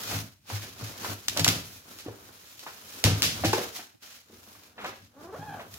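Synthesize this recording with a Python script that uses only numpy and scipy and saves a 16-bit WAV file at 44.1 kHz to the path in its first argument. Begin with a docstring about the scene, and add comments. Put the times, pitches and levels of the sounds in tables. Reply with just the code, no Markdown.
"""Bagged suitcase laid on a table

A hard suitcase in a loose plastic bag is gripped, lifted and laid on its side in a small room.
Each pull crinkles the film and drags it over the hollow shell, which knocks and booms; fittings clack.
At the end a zip-like slider ticks over teeth in a short buzz that rises, then falls."""
import sys
import numpy as np
from scipy import signal
from scipy.fft import rfft, irfft
from scipy.io import wavfile
from scipy.ndimage import uniform_filter1d

SR = 44100
rng = np.random.default_rng(int(sys.argv[2]) if len(sys.argv) > 2 else 0)


def put_to_file(sound):
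    """Save the sound as 16-bit audio at rate SR, in the file named by the first command-line argument."""
    columns = np.atleast_2d(sound).T  # one column per channel
    safe = np.clip(columns, -1, 1)
    whole_steps = np.round(safe * 32767)
    wavfile.write(sys.argv[1], SR, whole_steps.astype(np.int16))


N = 255185
TIME_S = np.arange(N) / SR
BINS_HZ = abs(np.fft.fftfreq(4096, 1 / SR))
PORT_GAP_S = 0.000476  # sound travel between the microphone's two ports


def amp(db):
    """Decibels to gain."""
    return 10 ** (np.asarray(db) / 20)


def unit(x):
    """Scale to rms 1."""
    return x / np.sqrt(np.mean(x ** 2) + 1e-20)


def spectrum(points, hz=BINS_HZ):
    """Interpolate a table over log frequency."""
    point_hz, value = np.transpose(points)
    return np.interp(np.log(hz + 1), np.log(point_hz), value)


def curves(rows):
    """Interpolate a table over time, per column and sample."""
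    time_s, *columns = np.transpose(rows)
    return [np.interp(TIME_S, time_s, column) for column in columns]


def wander(hz):
    """Random drift up to hz, rms 1."""
    return unit(signal.sosfilt(signal.butter(2, hz, fs=SR, output="sos"), rng.standard_normal(N)))


def add(mix, start_s, sound):
    """Mix a sound in at start_s."""
    part = mix[max(round(start_s * SR), 0):][:len(sound)]
    part += sound[:len(part)]


def convolve(x, response):
    """Convolve along time, keeping the length."""
    return signal.fftconvolve(np.atleast_2d(x), np.atleast_2d(response), axes=1)[:, :x.shape[-1]]


def causal(db):
    """Minimum-phase response shaped by db over BINS_HZ, energy 1."""
    log_gain = np.conj(signal.hilbert(np.log(amp(db))))
    response = np.fft.ifft(np.exp(log_gain)).real[:len(BINS_HZ) // 2]
    return response / np.linalg.norm(response)


def diffuse(pair, bass_coherence=0.92):
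    """Sound from all sides: alike at both ports in the bass, unrelated in the treble."""
    coherence = bass_coherence * np.sinc(2 * np.fft.rfftfreq(pair.shape[1], 1 / SR) * PORT_GAP_S)
    mid, side = rfft(pair) * np.sqrt([(1 + coherence) / 2, (1 - coherence) / 2])
    return irfft([mid + side, mid - side], pair.shape[1])


def direct(x, lag_s):
    """A near source reaches the right port first; table and case echo it."""
    # (delay [s], level [dB])
    echoes = [(.0033, -24), (0.0131, -12.5)]
    hz = np.fft.rfftfreq(N, 1 / SR)
    paths = 1 + sum(amp(db - 6 / (1 + hz / 500)) * np.exp(-2j * np.pi * hz * s) for s, db in echoes)
    port_lag = np.array([np.exp(-2j * np.pi * hz * lag_s), np.ones(len(hz))])
    return irfft(rfft(x) * paths * port_lag, N)


def room(x, build_s=0.0053):
    """A diffuse tail builds quickly and dies band by band."""
    # (frequency [Hz], T60 [s])
    reverb_times = [(100, 0.11), (400, 0.39), (1000, 0.33), (3000, 0.42), (6000, 0.4), (10000, 0.37),
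                    (16000, 0.26)]
    hz, t, bands = signal.stft(rng.standard_normal((2, SR // 2)), SR, nperseg=256)
    decay = amp(-60 * t / spectrum(reverb_times, hz)[:, None])
    tail = signal.istft(bands * decay, SR, nperseg=256)[1]
    build = 1 - np.exp(-(np.arange(tail.shape[1]) / SR / build_s) ** 2)
    tail = diffuse(tail) * build
    return convolve(x, tail / np.linalg.norm(tail[0]))


def pull_levels(swell_db=9):
    """Each pull swells, holds and settles: crinkle, rubbing and rumble levels in dB."""
    # (start [s], rise [s], hold [s], crinkle [dB], rubbing [dB], rumble [dB])
    pulls = [(-.02, 0.017, 0.11, -41, -40.5, -60), (0.093, 0.029, 0.054, -39, -37, -40.5),
             (0.482, 0.019, 0.069, -42, -41.5, -56), (0.588, 0.024, 0.082, -48, -57, -47.5),
             (0.766, 0.042, 0.1, -46.5, -43, -50.5), (0.976, 0.057, 0.077, -41, -35, -49),
             (1.183, 0.036, 0.12, -55, -62, -62), (1.311, 0.064, 0.19, -44, -39, -42),
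             (1.623, 0.035, 0.11, -54, -54, -55.5), (1.815, 0.09, 0.1, -54, -49.5, -63),
             (2.022, 0.032, 0.24, -60, -50.5, -57.5), (2.27, 0.087, 0.77, -56.5, -56.5, -67),
             (2.607, 0.022, .07, -60, -51.5, -77), (2.841, 0.16, 0.01, -48, -45.5, -56),
             (3.145, 0.029, 0.34, -46.5, -39.5, -44.5), (3.533, 0.04, 0.074, -41.5, -37, -52),
             (3.738, 0.027, 0.005, -41, -43, -58), (4.019, 0.012, 0.13, -52.5, -61, -73),
             (4.268, 0.073, 0.35, -61, -56.5, -64.5), (4.443, 0.041, 0.039, -61.5, -53, -68),
             (4.784, 0.028, 0.076, -54.5, -39, -74), (4.846, 0.013, 0.017, -50, -55, -76),
             (4.893, 0.028, .12, -62, -78, -58.5), (5.167, 0.047, 0.036, -61, -46.5, -58),
             (5.3, 0.049, 0.29, -60.5, -45, -54), (5.701, 0.039, 0.024, -53, -50, -49.5)]
    # fall after a pull (crinkle [dB/s], rubbing [dB/s], rumble [dB/s])
    settle_db_per_s = (161.5, 182.5, 116)
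    t, power = np.arange(0, N / SR + 0.002, 0.001), 0
    for start_s, rise_s, hold_s, *levels_db in pulls:
        held_s = t - start_s - rise_s
        rise_db = swell_db * np.minimum(held_s / rise_s, 0)
        fall_db = np.outer(settle_db_per_s, np.maximum(held_s - hold_s, 0))
        power = power + amp(np.array(levels_db)[:, None] + rise_db - fall_db) ** 2
    return [np.interp(TIME_S, t, 10 * np.log10(p + 1e-12)) for p in power]


def creases(per_s=1300, spread_db=1.5, pitches=24):
    """Tiny buckles of the film tick, each pitch from its own place; most weak, a few sharp."""
    out, t = np.zeros((2, N)), np.arange(160) / SR
    for hz in np.geomspace(900, 15000, pitches):
        size = amp(spread_db * np.minimum(rng.exponential(1, N), 4))
        snaps = rng.random(N) < per_s / pitches / SR
        age_s = np.maximum(t - PORT_GAP_S * np.array([[rng.random()], [0.25]]), 0)
        tick = np.sin(2 * np.pi * hz * age_s) * np.exp(-age_s * hz / 0.25)
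        out += convolve(size * snaps, unit(tick) * np.sqrt(hz))
    return unit(out)


def film(pull_db, gain_db=3.5, clump_db=1.37, clump_hz=35, tick_db=-3, wet_db=3, slide_db=-4):
    """Creases snap in clumps over the hiss of film on film; a taut sheet sounds brighter."""
    # (frequency [Hz], level [dB])
    crinkle_spectrum = [(200, -15.5), (700, -6), (1500, -1), (2800, 0.5), (5500, 2), (7000, -0.5),
                        (8300, -7.5), (12000, -2), (15500, -4)]
    # treble above 8 kHz (time [s], relative level [dB])
    fizz = [(0, -1.5), (0.5, -5), (1.7, 0), (2.25, -0.5), (3, -1.5), (4.1, -5), (4.5, 0.5), (4.9, -7),
            (5.75, 2)]
    level_db = pull_db + gain_db + clump_db * wander(clump_hz)
    ticks = creases()
    crackle = amp(tick_db) * (ticks + amp(wet_db) * room(ticks))
    slide = amp(slide_db) * diffuse(rng.standard_normal((2, N)))
    sheet = unit(convolve(crackle + slide, causal(spectrum(crinkle_spectrum))))
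    treble = signal.sosfiltfilt(signal.butter(2, 8000, "high", fs=SR, output="sos"), sheet)
    fizz_db = curves(fizz)[0] + 6
    return amp(level_db) * (sheet - treble + treble * amp(fizz_db))


def friction(colour, catch_hz, catch_db=2.5):
    """Noise of surfaces that catch and slip unevenly, rms 1."""
    grip = amp(catch_db * wander(catch_hz))
    drive = diffuse(rng.standard_normal((2, N))) * grip
    return unit(convolve(drive, causal(spectrum(colour))))


def rubbing(pull_db, gain_db=-5.5):
    """Hands and film drag over the shell."""
    # (frequency [Hz], level [dB])
    rub_spectrum = [(100, -9), (250, 0.5), (500, -1), (900, -4), (1500, -2.5), (3000, -37), (8000, -44.5)]
    return amp(pull_db + gain_db) * friction(rub_spectrum, catch_hz=70)


def rumble(pull_db, air_db=-72):
    """The dragged shell rumbles over the faint, steady rumble of the room's air."""
    # shell and air alike (frequency [Hz], level [dB])
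    rumble_spectrum = [(20, -35), (45, -21.5), (65, -7.5), (105, 3.5), (135, -9), (165, -10), (260, -6),
                       (500, -39), (2000, -40.5)]
    shell = friction(rumble_spectrum, catch_hz=12)
    air = unit(convolve(diffuse(rng.standard_normal((2, N))), causal(spectrum(rumble_spectrum))))
    return amp(pull_db) * shell + amp(air_db) * air


def hiss(level_db=-73):
    """The microphone's own noise."""
    return amp(level_db) * rng.standard_normal((2, N))


def chatter(decay_s, passes=2):
    """Dying micro-contacts, flat in spectrum, energy 1."""
    t = np.arange(SR // 3) / SR
    fade = amp(-30 * t / decay_s)
    x = rng.standard_normal(len(t)) * fade
    for _ in range(passes):  # fade, then whiten
        x = irfft(np.exp(1j * np.angle(rfft(x * fade))), len(t))
    x = x[:len(t) // 2]
    return x / np.linalg.norm(x)


def clacks(gain_db=5, scatter=0.9, turn_hz=1.7):
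    """Hard plastic fittings strike: brief chatter, scattered differently to each port."""
    # (time [s], level [dB], ring scale [s], room send [dB])
    strikes = [(0.067, -29, 0.0018, 6), (1.283, -0.5, 0.011, -8.5), (1.373, -3.5, 0.01, -3.5),
               (1.3946, -2.5, 0.034, -10), (1.4452, 4, 0.013, -6), (1.4781, -1, 0.003, -13),
               (1.4799, 2.5, 0.0077, -20), (1.4866, 1, 0.014, -2), (1.987, -24.5, 0.013, 5),
               (2.593, -23, 0.02, 0), (2.6675, -39.5, 0.0068, 18), (3.0403, 2.5, 0.0046, 1.5),
               (3.2213, -1.5, 0.0038, -0.5), (3.2290, -3, 0.0047, 7), (3.447, -9, 0.023, 8),
               (3.5300, -7, 0.027, 2), (3.757, -28, .01, -8), (4.845, -27, 0.0078, -7),
               (5.7407, -23, .01, -22)]
    # (frequency [Hz], level [dB])
    clack_spectrum = [(60, -31), (300, -16), (900, -9), (1700, -1.5), (3000, 4), (5700, 3.5), (7300, -2.5),
                      (8500, -7.5), (12000, -4.5), (15500, -9.5)]
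    # left, right (frequency [Hz], width [Hz], peak [dB])
    port_resonances = [(7300, 910, 7), (3800, 700, 1)]
    near, far = np.zeros((2, N)), np.zeros(N)
    colour = causal(spectrum(clack_spectrum))
    for start_s, db, ring_s, room_db in strikes:
        contact = chatter(max(ring_s * 2, 0.009), passes=3)
        for port in near:
            arrival = (contact + scatter * chatter(ring_s * 3)) / np.hypot(1, scatter)
            add(port, start_s, amp(db + gain_db) * signal.fftconvolve(arrival, colour))
        add(far, start_s, amp(db + gain_db + room_db) * colour)
    ports = [causal(db / (1 + ((BINS_HZ - hz) / (width_hz / 2)) ** 2))
             for hz, width_hz, db in port_resonances]
    # the case moves, so the room answers each clack differently
    turn_rad = 2 * np.pi * turn_hz * TIME_S
    reverb = room(far * np.cos(turn_rad)) + room(far * np.sin(turn_rad))
    return convolve(direct(near, lag_s=0.00012), ports) + reverb


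def knocks(focus_db_per_oct=6, dull_db_per_oct=8, ring_cycles=1.2, wet_db=-4):
    """Short blows ring a damped panel and sound round; long scuffs mostly chatter."""
    # (time [s], level [dB], centre [Hz], decay scale [s])
    blows = [(.112, -8, 684, 0.069), (0.5004, -13, 840, 0.048), (0.631, -14.5, 280, 0.15),
             (1.046, -7, 1120, 0.025), (1.09, -10.5, 300, 0.092), (1.364, -2.5, 610, 0.073),
             (1.389, -4.5, 600, 0.046), (1.465, 0.5, 1000, 0.025), (1.474, -0.5, 272, 0.12),
             (1.536, -13, 296, 0.17), (2.061, -6, 307, 0.033), (2.083, -9.5, 464, 0.018),
             (2.665, -11, 1005, 0.051), (3.038, 2, 510, 0.088), (3.057, 5, 297, 0.12),
             (3.100, -2, 267, 0.064), (3.223, -3, 252, 0.13), (3.437, 3, 770, 0.045),
             (3.444, 6, 336, 0.047), (3.532, 3, 870, 0.02), (3.534, 5.5, 376, 0.033),
             (3.579, -2, 573, 0.05), (3.611, -7, 397, 0.0534), (3.792, -13.5, 705, 0.051),
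             (4.297, -27, 378, 0.035), (4.328, -22.5, 397, 0.021), (4.55, -27.5, 1200, 0.062),
             (4.778, -9, 650, 0.32), (4.844, -3.5, 815, 0.074), (5.594, -10.5, 600, 0.077)]
    # (frequency [Hz], level [dB])
    knock_spectrum = [(40, -36), (150, 1), (240, 3), (315, 0), (420, -1), (600, 0), (830, 0), (1100, 1.5),
                      (1500, 3.5), (2300, 4.5), (4000, 2.5), (6000, -21), (15000, -40.5)]
    out, t = np.zeros(N), np.arange(SR // 6) / SR
    for start_s, db, hz, decay_s in blows:
        octaves = np.log2((BINS_HZ + 20) / hz)
        roundness = 1 / (1 + (decay_s / 0.055) ** 2)
        focus_db = focus_db_per_oct * np.hypot(0.5, octaves)
        dull_db = dull_db_per_oct * roundness * np.clip(octaves, 0, 2)
        colour = causal(spectrum(knock_spectrum) - focus_db - dull_db)
        attack = 1 - np.exp(-t * hz)
        contact = signal.fftconvolve(chatter(decay_s * 2)[:len(t)] * attack, colour)[:len(t)]
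        ring = np.sin(2 * np.pi * hz * t) * np.exp(-t * hz / ring_cycles) * attack
        add(out, start_s, amp(db) * (contact + roundness * ring / np.linalg.norm(ring)))
    return direct(out, lag_s=0.00013) + amp(wet_db) * room(out)


def booms(gain_db=-1, t60_s=0.32, detune=0.022, port_phase_rad=0.23, pan_db=0.7):
    """Slow pushes swell the low modes of the hollow case."""
    # (time [s], level [dB], swell [s], upper modes [dB])
    pushes = [(.115, -31.5, 0.064, 0), (0.515, -27.5, 0.032, -14), (.814, -32, 0.022, -7),
              (1.071, -33.5, 0.035, -11), (1.384, -28, 0.035, 7.5), (1.469, -29.5, 0.013, 8),
              (1.55, -38, 0.018, 7.5), (2.071, -40.5, 0.014, -16), (3.046, -15, 0.0076, 0.5),
              (3.098, -19, 0.024, -4), (3.251, -39, 0.022, 10), (3.441, -26.5, 0.042, -3),
              (5.378, -44, 0.021, 11), (5.47, -46, 0.024, 10.5)]
    # (frequency [Hz], level [dB], share of t60_s [ratio])
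    shell_modes = [(82, -16.5, 1), (105.6, 2.5, 0.82), (160.9, -6.5, 0.78), (212, -30.5, 0.75),
                   (280.4, -13, 0.56)]
    out, t = np.zeros(N), np.arange(SR * 3 // 4) / SR
    for start_s, db, swell_s, upper_db in pushes:
        swell = np.sin(np.pi / 2 * np.minimum(t / swell_s, 1)) ** 2
        for k, (hz, mode_db, share) in enumerate(shell_modes):
            peak_db = db + gain_db + mode_db + upper_db * (k > 1)
            fall_db = 60 * np.maximum(t - swell_s, 0) / (t60_s * share)
            tone = np.sin(2 * np.pi * hz * (1 + detune * rng.standard_normal()) * t)
            add(out, start_s, swell * amp(peak_db - fall_db) * tone)
    # standing waves in the room put the ports out of step
    shift = np.exp(0.5j * port_phase_rad * np.array([[-1], [1]]))
    return (signal.hilbert(out) * shift).real * amp([[pan_db], [-pan_db]])


def zipper(catch_hz=749, roughness=0.43, snag_db=6, snag_hz=17.27, speed_drift=0.02037, wet_db=-6):
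    """Tooth ticks merge into a tone at even speed; below catch_hz the slider catches and rasps."""
    # (time [s], tooth rate [Hz], level [dB])
    stroke = [(5.13, 234, -63.5), (5.19, 280, -55), (5.34, 430, -46.5), (5.362, 680, -46.5),
              (5.45, 900, -48), (5.485, 824, -45.5), (5.545, 815, -37.5), (5.588, 760, -43.5),
              (5.603, 510, -53), (5.68, 270, -67)]
    # (frequency [Hz], level [dB])
    body_spectrum = [(100, -6), (300, 0.5), (600, 2), (820, -2), (1100, 0.5), (1650, -5.5), (2200, -15),
                     (3300, -11.5), (6000, -22), (15000, -50)]
    tooth_hz, level_db = curves(stroke)
    snag = amp(snag_db * wander(snag_hz))
    rough = np.clip(roughness * snag / (1 + (tooth_hz / catch_hz) ** 12), 0.15, 0.7)
    jitter, catch = unit(uniform_filter1d(rng.standard_normal((2, N)), size=170))
    speed = 1 + 0.24 * rough * jitter + speed_drift * wander(snag_hz)
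    teeth_passed = np.cumsum(tooth_hz * speed) / SR
    tone = unit(sum(np.cos(2 * np.pi * k * teeth_passed) / (1 + (k / 2.3) ** 2) for k in range(1, 12)))
    ticks = tone * amp(9 * rough * catch)
    scrape = unit(np.exp(-2 * (teeth_passed % 1)) * rng.standard_normal(N))
    buzz = convolve((1 - rough) * ticks + rough * scrape, causal(spectrum(body_spectrum)))[0]
    running_rms = np.sqrt(uniform_filter1d(buzz ** 2, size=900) + 1e-9)
    moving = (TIME_S > stroke[0][0]) * (TIME_S < stroke[-1][0])
    buzz *= moving * amp(level_db) / snag ** 0.42 / running_rms
    return buzz + amp(wet_db) * room(buzz)


def scene():
    """Film, case and zip in a quiet room."""
    crinkle_db, rub_db, rumble_db = pull_levels()
    handling = film(crinkle_db) + rubbing(rub_db) + rumble(rumble_db)
    return handling + hiss() + clacks() + knocks() + booms() + zipper()


def record(dry, low_cut_hz=42, band_limit_hz=15950):
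    """Microphone bass roll-off, full-scale clipping, band limit."""
    heard = signal.sosfilt(signal.butter(2, low_cut_hz, "high", fs=SR, output="sos"), dry)
    lowpass = signal.firwin(255, band_limit_hz, window=("kaiser", 9), fs=SR)
    return signal.oaconvolve(np.clip(heard, -1, 1), lowpass[None], "same")


dry = scene()
out = record(dry)
put_to_file(out)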